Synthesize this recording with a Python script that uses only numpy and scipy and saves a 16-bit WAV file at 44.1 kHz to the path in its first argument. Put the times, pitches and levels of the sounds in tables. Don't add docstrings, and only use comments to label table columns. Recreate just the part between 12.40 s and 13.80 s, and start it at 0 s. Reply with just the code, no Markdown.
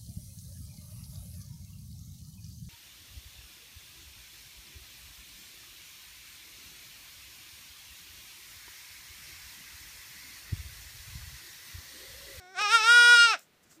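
import sys
import numpy as np
from scipy import signal
from scipy.fft import rfft, irfft, next_fast_len
from scipy.io import wavfile
from scipy.ndimage import uniform_filter1d, map_coordinates

SR = 44100
rng = np.random.default_rng(int(sys.argv[2]) if len(sys.argv) > 2 else 0)


def persist_wave(psi):
    counts = np.round(np.clip(psi, -1, 1) * 32767).astype(np.int16)
    wavfile.write(sys.argv[1], SR, np.atleast_2d(counts).T)


N = 61739


def bleat(harmonics=44, rasp_db=5.5, pulsing_share=.7):
    # (time [s], pitch [Hz])
    melody = [(0, 384.7), (.02, 362.2), (.06, 362), (.138, 387.8), (.158, 346), (.18, 371.6), (.2, 406.3),
              (.222, 426.3), (.28, 401.2), (.296, 413.6), (.326, 456.8), (.354, 464.8), (.385, 444.3),
              (.418, 428), (.465, 454.8), (.51, 476), (.57, 480.9), (.63, 477.3), (.725, 481.8),
              (.77, 473.7), (.855, 468.1), (.905, 443.6), (.928, 416.3), (.948, 343.5), (.972, 246.4)]
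    # (time [s], effort [dB], mouth opening [0-1], roughness [dB])
    delivery = [(0, -23.5, 0.07, -19.5), (.135, -21.5, 0.06, -34.5), (.158, -15.5, 0.2, -16),
                (.187, -3.5, 0.22, -16), (.215, -3, 0.81, -25), (.25, 0.5, 0.5, -30), (.29, -4, 0.77, -38),
                (.32, -1.5, 0.84, -18), (.352, -1, 0.97, -57), (.38, -4.5, 0.87, -25), (.41, 1, 0.68, -40),
                (.445, -0.5, 0.79, -24), (.495, -3.5, 0.98, -36.5), (.6, -1, 0.95, -30.5),
                (.72, 0.5, 0.93, -35.5), (.745, 0, 0.94, -35), (.78, -2.5, 0.95, -30.5),
                (.85, -1.5, 0.91, -32), (.88, -1, 0.79, -30.5), (.912, 2, 0.72, -28.5),
                (.941, -2.5, .35, -25.5), (.958, -9.5, 0.12, -14.5), (.972, -32, 0, -16),
                (1.0, -59, 0.28, -12)]
    # (frequency [Hz], gain [dB])
    rasp_colour = [(60, -37.5), (300, -9), (900, -13), (1400, -19), (2200, -9), (3700, 4), (5500, 1.5),
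                   (8500, 10), (15000, 4.5)]
    pitch, = curves(melody)
    effort_db, mouth, rough_db = curves(delivery)
    rough = amp(rough_db)
    postures = throat_postures(mouth)
    quiver = .06 * rough * wobble(per_s=140)
    jitter = .035 * rough * wobble(per_s=450)
    phase = 2 * np.pi * (np.cumsum(pitch * (1 + quiver)) / SR + jitter)
    k = np.arange(1, harmonics + 1)[:, None]
    response = sum(share * throat_response(shape, k * pitch) for shape, share in postures)
    gain = np.exp(uniform_filter1d(response.real, size=200, axis=1)) * (k * pitch < SR / 2)
    smear = .35 * rng.standard_normal((harmonics, 1))
    lag = uniform_filter1d(response.imag, size=1200, axis=1) + smear
    shimmer = .2 * rough * wobble(per_s=420)
    voice = np.sqrt(2) * (gain * np.cos(k * phase + lag)).sum(0) * (1 + shimmer)
    breath = sum(np.sqrt(share) * noise(lambda hz: along(shape, hz) + along(rasp_colour, hz))
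                 for shape, share in postures)
    pulsing = 1 + pulsing_share * np.cos(phase)
    rasp = amp(rasp_db) * rough * np.sqrt(SR / 2 / pitch) * breath * pulsing
    return amp(effort_db) * (voice + rasp)


def throat_postures(mouth):
    # (frequency [Hz], gain [dB])
    mouth_shut = [(360, -38), (730, -38.5), (1100, -51), (1480, -39.5), (1820, -46.5), (2200, -41.5),
                  (2800, -76), (3700, -49), (4800, -66), (5500, -45), (6500, -62.5), (8500, -62.5),
                  (10000, -88), (15000, -84.5)]
    mouth_ajar = [(280, -69), (700, -33.5), (1000, -48), (1300, -25.5), (1520, -26), (1850, -36.5),
                  (2100, -41.5), (2520, -30), (3000, -42), (3600, -43), (4400, -48), (5400, -43.5),
                  (7000, -55.5), (8500, -59.5), (10000, -67), (12000, -77.5), (14500, -76.5)]
    half_open = [(250, -61.5), (420, -50.5), (830, -39.5), (1290, -30), (1480, -44.5), (1720, -41.5),
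                 (2150, -46.5), (2530, -30.5), (2900, -41.5), (3300, -48.5), (3800, -42), (4400, -48.5),
                 (4900, -50.5), (5300, -37.5), (5600, -42), (6300, -51), (7200, -62), (8500, -57),
                 (9800, -80), (12000, -88.5), (14400, -61.5), (15500, -90)]
    wide_open = [(470, -43), (950, -37), (1200, -40), (1390, -10.5), (1460, -7), (1850, -27), (2400, -29.5),
                 (2870, -30), (3830, -27.5), (4300, -43.5), (4800, -33), (5300, -32), (6200, -41.5),
                 (6700, -44), (7200, -41), (8500, -39.5), (10500, -48.5), (13000, -62.5), (14200, -58),
                 (15500, -72.5)]
    head_up = [(470, -50.5), (950, -50), (1200, -25), (1390, -5.5), (1460, -9), (1850, -30), (2350, -28),
               (2830, -20.5), (3300, -29.5), (4250, -25.5), (4700, -28), (5200, -26.5), (5700, -47),
               (6150, -32.5), (6700, -46), (8300, -35.5), (10000, -46.5), (11800, -61), (15200, -69.5)]
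    shut, ajar, half, wide = [np.interp(mouth, np.linspace(0, 1, 4), row) for row in np.eye(4)]
    lifted = ramp(middle_s=.7775, length_s=.0503)
    return [(mouth_shut, shut), (mouth_ajar, ajar), (half_open, half),
            (wide_open, wide * (1 - lifted)), (head_up, wide * lifted)]


def throat_response(shape, hz, size=4096):
    grid = np.fft.rfftfreq(size, 1 / SR)
    cepstrum = irfft(np.log(amp(along(shape, grid))))
    cepstrum[1:size // 2] *= 2
    cepstrum[size // 2 + 1:] = 0
    return np.interp(hz, grid, rfft(cepstrum))


def voice_catch():
    return amp(-40) * swell(middle_s=.742, width_s=.007) * band_noise(centre_hz=3550, q=7)


def echoes(call, tail_db=-11.5):
    # (delay [s], level [dB])
    reflections = [(.0031, -38.5), (.0058, -22.5), (.0097, -22), (0.0122, -25.5), (0.0213, -43)]
    # (frequency [Hz], time to fall 60 dB [s])
    yard_t60 = [(300, .16), (1500, 0.13), (5000, .17), (14000, 0.057)]
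    early = filtered(call, lambda hz: sum(amp(db) * np.exp(-2j * np.pi * hz * s)
                                          for s, db in reflections))
    hz, t, spectrum = signal.stft(rng.standard_normal(SR // 2), SR, nperseg=256)
    decay = amp(-60 * t / along(yard_t60, hz)[:, None])
    tail = signal.istft(spectrum * decay, SR, nperseg=256)[1]
    return early + amp(tail_db) * signal.fftconvolve(call, tail / np.linalg.norm(tail))[:N]


def rustles():
    # (time [s], width [s], level [dB], treble lift [dB per octave])
    cues = [(.994, 0.0025, -48, 6), (1.01, .03, -59.5, 5), (1.149, 0.048, -72, -4.5),
            (1.238, .007, -63, 5.5), (1.271, 0.026, -66.5, -3), (1.319, 0.014, -57, 1.5),
            (1.351, .02, -62.5, 3)]
    # (frequency [Hz], relative level [dB])
    colour = [(50, 1), (250, 9.5), (700, -5.5), (1500, 2), (3000, -8), (7500, 2), (10000, -10.5),
              (15000, -10)]
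    layer = np.zeros(N)
    for s, width, db, lift_db in cues:
        texture = noise(lambda hz: along(colour, hz) + lift_db * np.log2(1 + hz / 1000))
        layer += amp(db) * swell(s, width) * unit(texture)
    return layer


def bumps():
    # (time [s], width [s], level [dB], centre [Hz])
    cues = [(0.214, 0.0019, -39.5, 450), (1.266, .014, -73, 110), (1.324, 0.018, -77, 80)]
    return sum(amp(db) * swell(s, width) * band_noise(hz, q=.98) for s, width, db, hz in cues)


def low_hum(onset_s=1.371, onset_hz=312, glide_hz_per_s=800, level_db=-60):
    pitch = onset_hz + glide_hz_per_s * (clock() - onset_s)
    tone = np.sqrt(2) * np.sin(2 * np.pi * np.cumsum(pitch) / SR)
    return amp(level_db) * ramp(onset_s, length_s=.012) * tone


def yard_air(level_db=-66.5):
    # (frequency [Hz], relative level [dB])
    colour = [(25, -39.5), (60, -19), (140, -6), (300, -10), (600, -11), (1000, -17), (1600, -15),
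              (2500, -16), (4000, -18.5), (8000, -27), (15500, -26)]
    return amp(level_db) * unit(noise(lambda hz: along(colour, hz)))


def amp(db):
    return 10 ** (np.asarray(db) / 20)


def unit(x):
    return x / np.sqrt(np.mean(x ** 2) + 1e-20)


def along(points, hz):
    knots_hz, values = np.transpose(points)
    return np.interp(np.log(hz + 1), np.log(knots_hz + 1), values)


def clock():
    return np.arange(N) / SR


def curves(rows):
    times, *columns = np.transpose(rows)
    return [uniform_filter1d(np.interp(clock(), times, c), size=400, mode="nearest") for c in columns]


def ramp(middle_s, length_s):
    return np.clip((clock() - middle_s) / length_s + .5, 0, 1)


def swell(middle_s, width_s):
    return np.exp(-.5 * ((clock() - middle_s) / width_s) ** 2)


def wobble(per_s):
    return map_coordinates(rng.standard_normal(N), [clock() * per_s], mode="wrap")


def filtered(x, response):
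    size = next_fast_len(N + SR // 2)
    return irfft(rfft(x, size) * response(np.fft.rfftfreq(size, 1 / SR)), size)[:N]


def noise(colour):
    return filtered(rng.standard_normal(N), lambda hz: amp(colour(hz)))


def band_noise(centre_hz, q):
    return unit(noise(lambda hz: -20 * np.log10(1 + (q * (hz / centre_hz - centre_hz / (hz + 1))) ** 2)))


def scene():
    kid = bleat() + voice_catch()
    air = yard_air()
    return (kid + echoes(kid) + rustles() + bumps() + low_hum() + air)[None]


def record(dry, top_hz=15500):
    return filtered(dry[0], lambda hz: hz < top_hz)[None]


dry = scene()
out = record(dry)
persist_wave(out)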